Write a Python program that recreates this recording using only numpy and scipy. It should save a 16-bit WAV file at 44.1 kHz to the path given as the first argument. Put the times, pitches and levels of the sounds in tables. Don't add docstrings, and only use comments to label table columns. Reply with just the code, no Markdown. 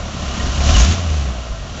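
import sys
import numpy as np
from scipy import signal
from scipy.fft import rfft, irfft
from scipy.io import wavfile

SR = 44100
rng = np.random.default_rng(int(sys.argv[2]) if len(sys.argv) > 2 else 0)


def inscribe(sig):
    pcm = np.round(np.clip(np.atleast_2d(sig).T, -1, 1) * 32767)
    wavfile.write(sys.argv[1], SR, pcm.astype(np.int16))


N = 79380

# time in seconds, scatter in dB.
LOPE_DB = [(0, 2), (.65, 2), (.78, 1.17), (1.28, 0.54), (1.45, 1.65), (1.8, 1.4)]


def crank():
    # time in seconds, firing rate in Hz.
    speed = [(0, 37.31), (.15, 35.86), (.3, 33.7), (.45, 33.2), (.62, 34.43), (.69, 36.43), (.75, 46.82),
             (.81, 58.84), (.87, 77.6), (.95, 87.93), (1.01, 87.1), (1.08, 77.4), (1.15, 75.3),
             (1.27, 63.16), (1.42, 59.63), (1.58, 49.89), (1.7, 39.06), (1.8, 33.2)]
    firing_hz = curve(speed)
    phase = np.cumsum(firing_hz) / SR
    firings = np.arange(int(phase[-1]) + 3)
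    timing_draw, gain_draw = rng.standard_normal((len(firings), 2)).T
    lope_db = np.interp(firings, phase, curve(LOPE_DB))
    jitter_cycles = .018 * lope_db * timing_draw
    phase = np.maximum(phase + np.interp(phase, firings, jitter_cycles), 0)
    return firing_hz, np.maximum.accumulate(phase), undb(lope_db * gain_draw)


def boom(firing_hz, phase, firing_gain):
    # time in seconds, level in dB.
    level = [(0, -25), (.08, -22.5), (.11, -34), (.2, -23.5), (.41, -23), (.45, -16), (.53, -19),
             (.58, -18), (.65, -16), (.73, -9.5), (.81, -7.5), (.86, -10.5), (.9, -8), (.97, -21),
             (1.06, -14.5), (1.15, -14), (1.3, -17), (1.335, -26), (1.39, -21), (1.48, -28.5), (1.52, -17),
             (1.57, -28), (1.62, -21), (1.66, -31.5), (1.8, -26)]
    # frequency in Hz, level in dB.
    rumble_colour = [(15, -7.5), (30, -6), (60, 4), (110, -5), (170, -19.5), (300, -65)]
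    centre_hz, width_hz, tilt_db_per_octave = 64.5, 46, -2.5
    orders = np.arange(1, 5)[:, None]
    order_hz = orders * firing_hz
    detuning = (order_hz ** 2 - centre_hz ** 2) / (order_hz * width_hz)
    response = undb(tilt_db_per_octave * np.log2(orders)) / (1 + 1j * detuning) ** 2
    tone = (response * np.exp(2j * np.pi * orders * phase)).real.sum(0)
    tone /= np.sqrt((abs(response) ** 2).sum(0) / 2)
    lope = np.interp(phase, np.arange(len(firing_gain)), firing_gain ** .94)
    rumble = undb(-11.5) * curve(LOPE_DB) * noise(rumble_colour)
    return undb(curve(level)) * (undb(-2) * unit(tone * lope) + rumble)


def exhaust_pulses(firing_hz, phase, firing_gain):
    # cylinder strength in dB, in firing order.
    cylinder_db = [2.5, -5, -0.5, -1, -1.5, 2.5, -0.5, -1.5]
    decay_cycles = .46
    firing = np.minimum(phase.astype(int), len(firing_gain) - 1)
    strength = firing_gain[firing] * undb(cylinder_db)[firing % len(cylinder_db)]
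    knocks = unit(np.diff(firing, prepend=0) * strength / np.sqrt(firing_hz))
    puffs = unit(strength * np.exp(-(phase % 1) / decay_cycles))
    return knocks, puffs


def pipe_rattle(knocks, puffs):
    # time in seconds, level in dB.
    level = [(0, -33.5), (.12, -34.5), (.2, -29.5), (.35, -31), (.41, -24), (.52, -29.5), (.6, -27.5),
             (.75, -22), (.82, -23.5), (.93, -24.5), (.99, -30.5), (1.15, -30), (1.22, -27.5), (1.32, -33),
             (1.42, -39.5), (1.62, -38.5), (1.8, -30.5)]
    # resonance in Hz, width in Hz, gain in dB.
    pipe_modes = [(119.5, 44, 0), (155.5, 31, 2), (192.8, 22.8, 4), (252.6, 22, 1), (300, 49.5, -5.5)]
    drive = undb(-4) * knocks + np.sqrt(puffs) * rng.standard_normal(N)
    return undb(curve(level) + .5) * unit(resonate(drive, pipe_modes))


def gas_rasp(puffs):
    # time in seconds, level in dB.
    level = [(0, -31), (.12, -36), (.3, -30), (.42, -32), (.62, -29), (.72, -27.5), (.8, -25.5), (.88, -28),
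             (.98, -32), (1.22, -32.5), (1.42, -36), (1.6, -38.5), (1.73, -37), (1.8, -32.5)]
    # frequency in Hz, level in dB.
    colour = [(150, -19), (330, -4.5), (440, -5.5), (520, -1.5), (590, 2), (690, 3.1), (790, -1.5),
              (930, -8), (1040, -2.5), (1400, -6.5), (1650, -13), (2200, -17), (4000, -29), (8000, -52.5)]
    gas = noise(colour) * (1 + .37 * (puffs - 1))
    flicker_db = .84 * wander(cutoff_hz=14)
    return undb(curve(level)) * unit(gas * undb(flicker_db))


def cracks():
    # start in seconds, level in dB.
    shots = [(0.706, -16.5), (0.767, -12), (0.804, -15.5), (0.821, -18), (0.852, -23.5)]
    # frequency in Hz, level in dB.
    colour = [(500, -18), (1300, 9.5), (2100, 3), (3000, -0.5), (4500, -6), (6500, 7.5), (8000, -25)]
    decay_s = .0035
    t = np.arange(N) / SR
    bursts = sum(undb(db) * (t >= at_s) * np.exp(-abs(t - at_s) / decay_s) for at_s, db in shots)
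    return bursts * noise(colour)


def air_rush(puffs):
    # time in seconds, level in dB.
    level = [(0, -36), (.41, -30), (.6, -29), (.66, -24), (.75, -21.5), (.82, -20.5), (.88, -24.5),
             (.92, -24.5), (.97, -30), (1.03, -32), (1.18, -32.5), (1.35, -37), (1.55, -38.5), (1.72, -38),
             (1.8, -34)]
    # frequency in Hz, level in dB.
    colour = [(500, -17), (1300, 1.5), (2100, -2), (2900, 4.5), (3400, 2), (4300, 0), (5200, -2.5),
              (5700, 1.5), (6600, -1), (7300, -4), (7700, -11), (8000, -41)]
    treble_hz, treble_db_per_db, pulsing_db_per_db = 5040, .17, .53
    level_db = curve(level)
    swell_db = level_db - level_db.mean()
    pulse_depth = .16 * undb(pulsing_db_per_db * swell_db)
    air = unit(noise(colour) * (1 + pulse_depth * (puffs - 1)))
    treble = signal.sosfiltfilt(signal.butter(2, treble_hz, "high", fs=SR, output="sos"), air)
    return undb(level_db) * (air + treble * (undb(treble_db_per_db * swell_db) - 1))


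def tyres():
    # time in seconds, ringing level in dB.
    level = [(0, -43.5), (.35, -37.5), (.8, -34), (1.1, -43), (1.8, -45.5)]
    # resonance in Hz, width in Hz, gain in dB.
    tyre_modes = [(577, 18, -7), (1044, 16, 1), (1208, 16, -2), (1334, 16, -2), (1401, 16, -4),
                  (1874, 24, -6), (2871, 24, -4)]
    # centre in seconds, Gaussian sigma in seconds, pitch in Hz, width in Hz, level in dB.
    squeals = [(0.41, 0.0029, 3000, 120, -28.5), (.404, 0.0054, 1885, 48, -29.5),
               (0.724, .02, 750, 19.7, -29), (.754, 0.0062, 2940, 110, -18), (.778, .012, 1060, 38, -27),
               (.852, .009, 1290, 240, -28), (.808, 0.013, 6500, 566, -23.5),
               (0.781, 0.081, 5560, 56, -40.5), (0.93, 0.01, 6650, 450, -30.5)]
    t = np.arange(N) / SR
    rubber = undb(curve(level)) * unit(resonate(rng.standard_normal(N), tyre_modes))
    for centre_s, sigma_s, hz, width_hz, db in squeals:
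        pitch_hz = hz + wander(width_hz / 2) * width_hz / 2
        tone = np.sqrt(2) * np.sin(2 * np.pi * np.cumsum(pitch_hz) / SR)
        rubber += undb(db) * tone * np.exp(-.5 * ((t - centre_s) / sigma_s) ** 2)
    return rubber


def yard(x):
    t60_s, gap_s, echo_db = .37, .012, -5
    t = np.arange(N) / SR
    tail = rng.standard_normal(N) * undb(-60 * t / t60_s) * (t > gap_s)
    echoes = signal.fftconvolve(x, tail / np.linalg.norm(tail))[:N]
    return (x + undb(echo_db) * echoes) / np.hypot(1, undb(echo_db))


def resonate(x, modes):
    return sum((-1) ** k * undb(db) * signal.lfilter(*signal.iirpeak(hz, hz / width_hz, fs=SR), x)
               for k, (hz, width_hz, db) in enumerate(modes))


def noise(colour):
    hz, db = np.array(colour, float).T
    bin_hz = np.maximum(np.fft.rfftfreq(N, 1 / SR), 1)
    gain = undb(np.interp(np.log(bin_hz), np.log(hz), db))
    return unit(irfft(rfft(rng.standard_normal(N)) * gain, N))


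def wander(cutoff_hz):
    lowpass = signal.butter(2, cutoff_hz, fs=SR, output="sos")
    return unit(signal.sosfilt(lowpass, rng.standard_normal(N)))


def curve(rows):
    return np.interp(np.arange(N) / SR, *np.array(rows, float).T)


def unit(x):
    return x / np.sqrt(np.mean(x ** 2))


def undb(db):
    return 10 ** (np.asarray(db) / 20)


def scene():
    firing_hz, phase, firing_gain = crank()
    knocks, puffs = exhaust_pulses(firing_hz, phase, firing_gain)
    pipes = pipe_rattle(knocks, puffs) + gas_rasp(puffs)
    engine = boom(firing_hz, phase, firing_gain) + yard(pipes + cracks())
    return (engine + air_rush(puffs) + tyres())[None]


def record(dry):
    ceiling, cutoff_hz = 1.8, 7850
    lowpass = signal.ellip(10, .2, 80, cutoff_hz, fs=SR, output="sos")
    return signal.sosfilt(lowpass, ceiling * np.tanh(dry / ceiling))


dry = scene()
out = record(dry)
inscribe(out)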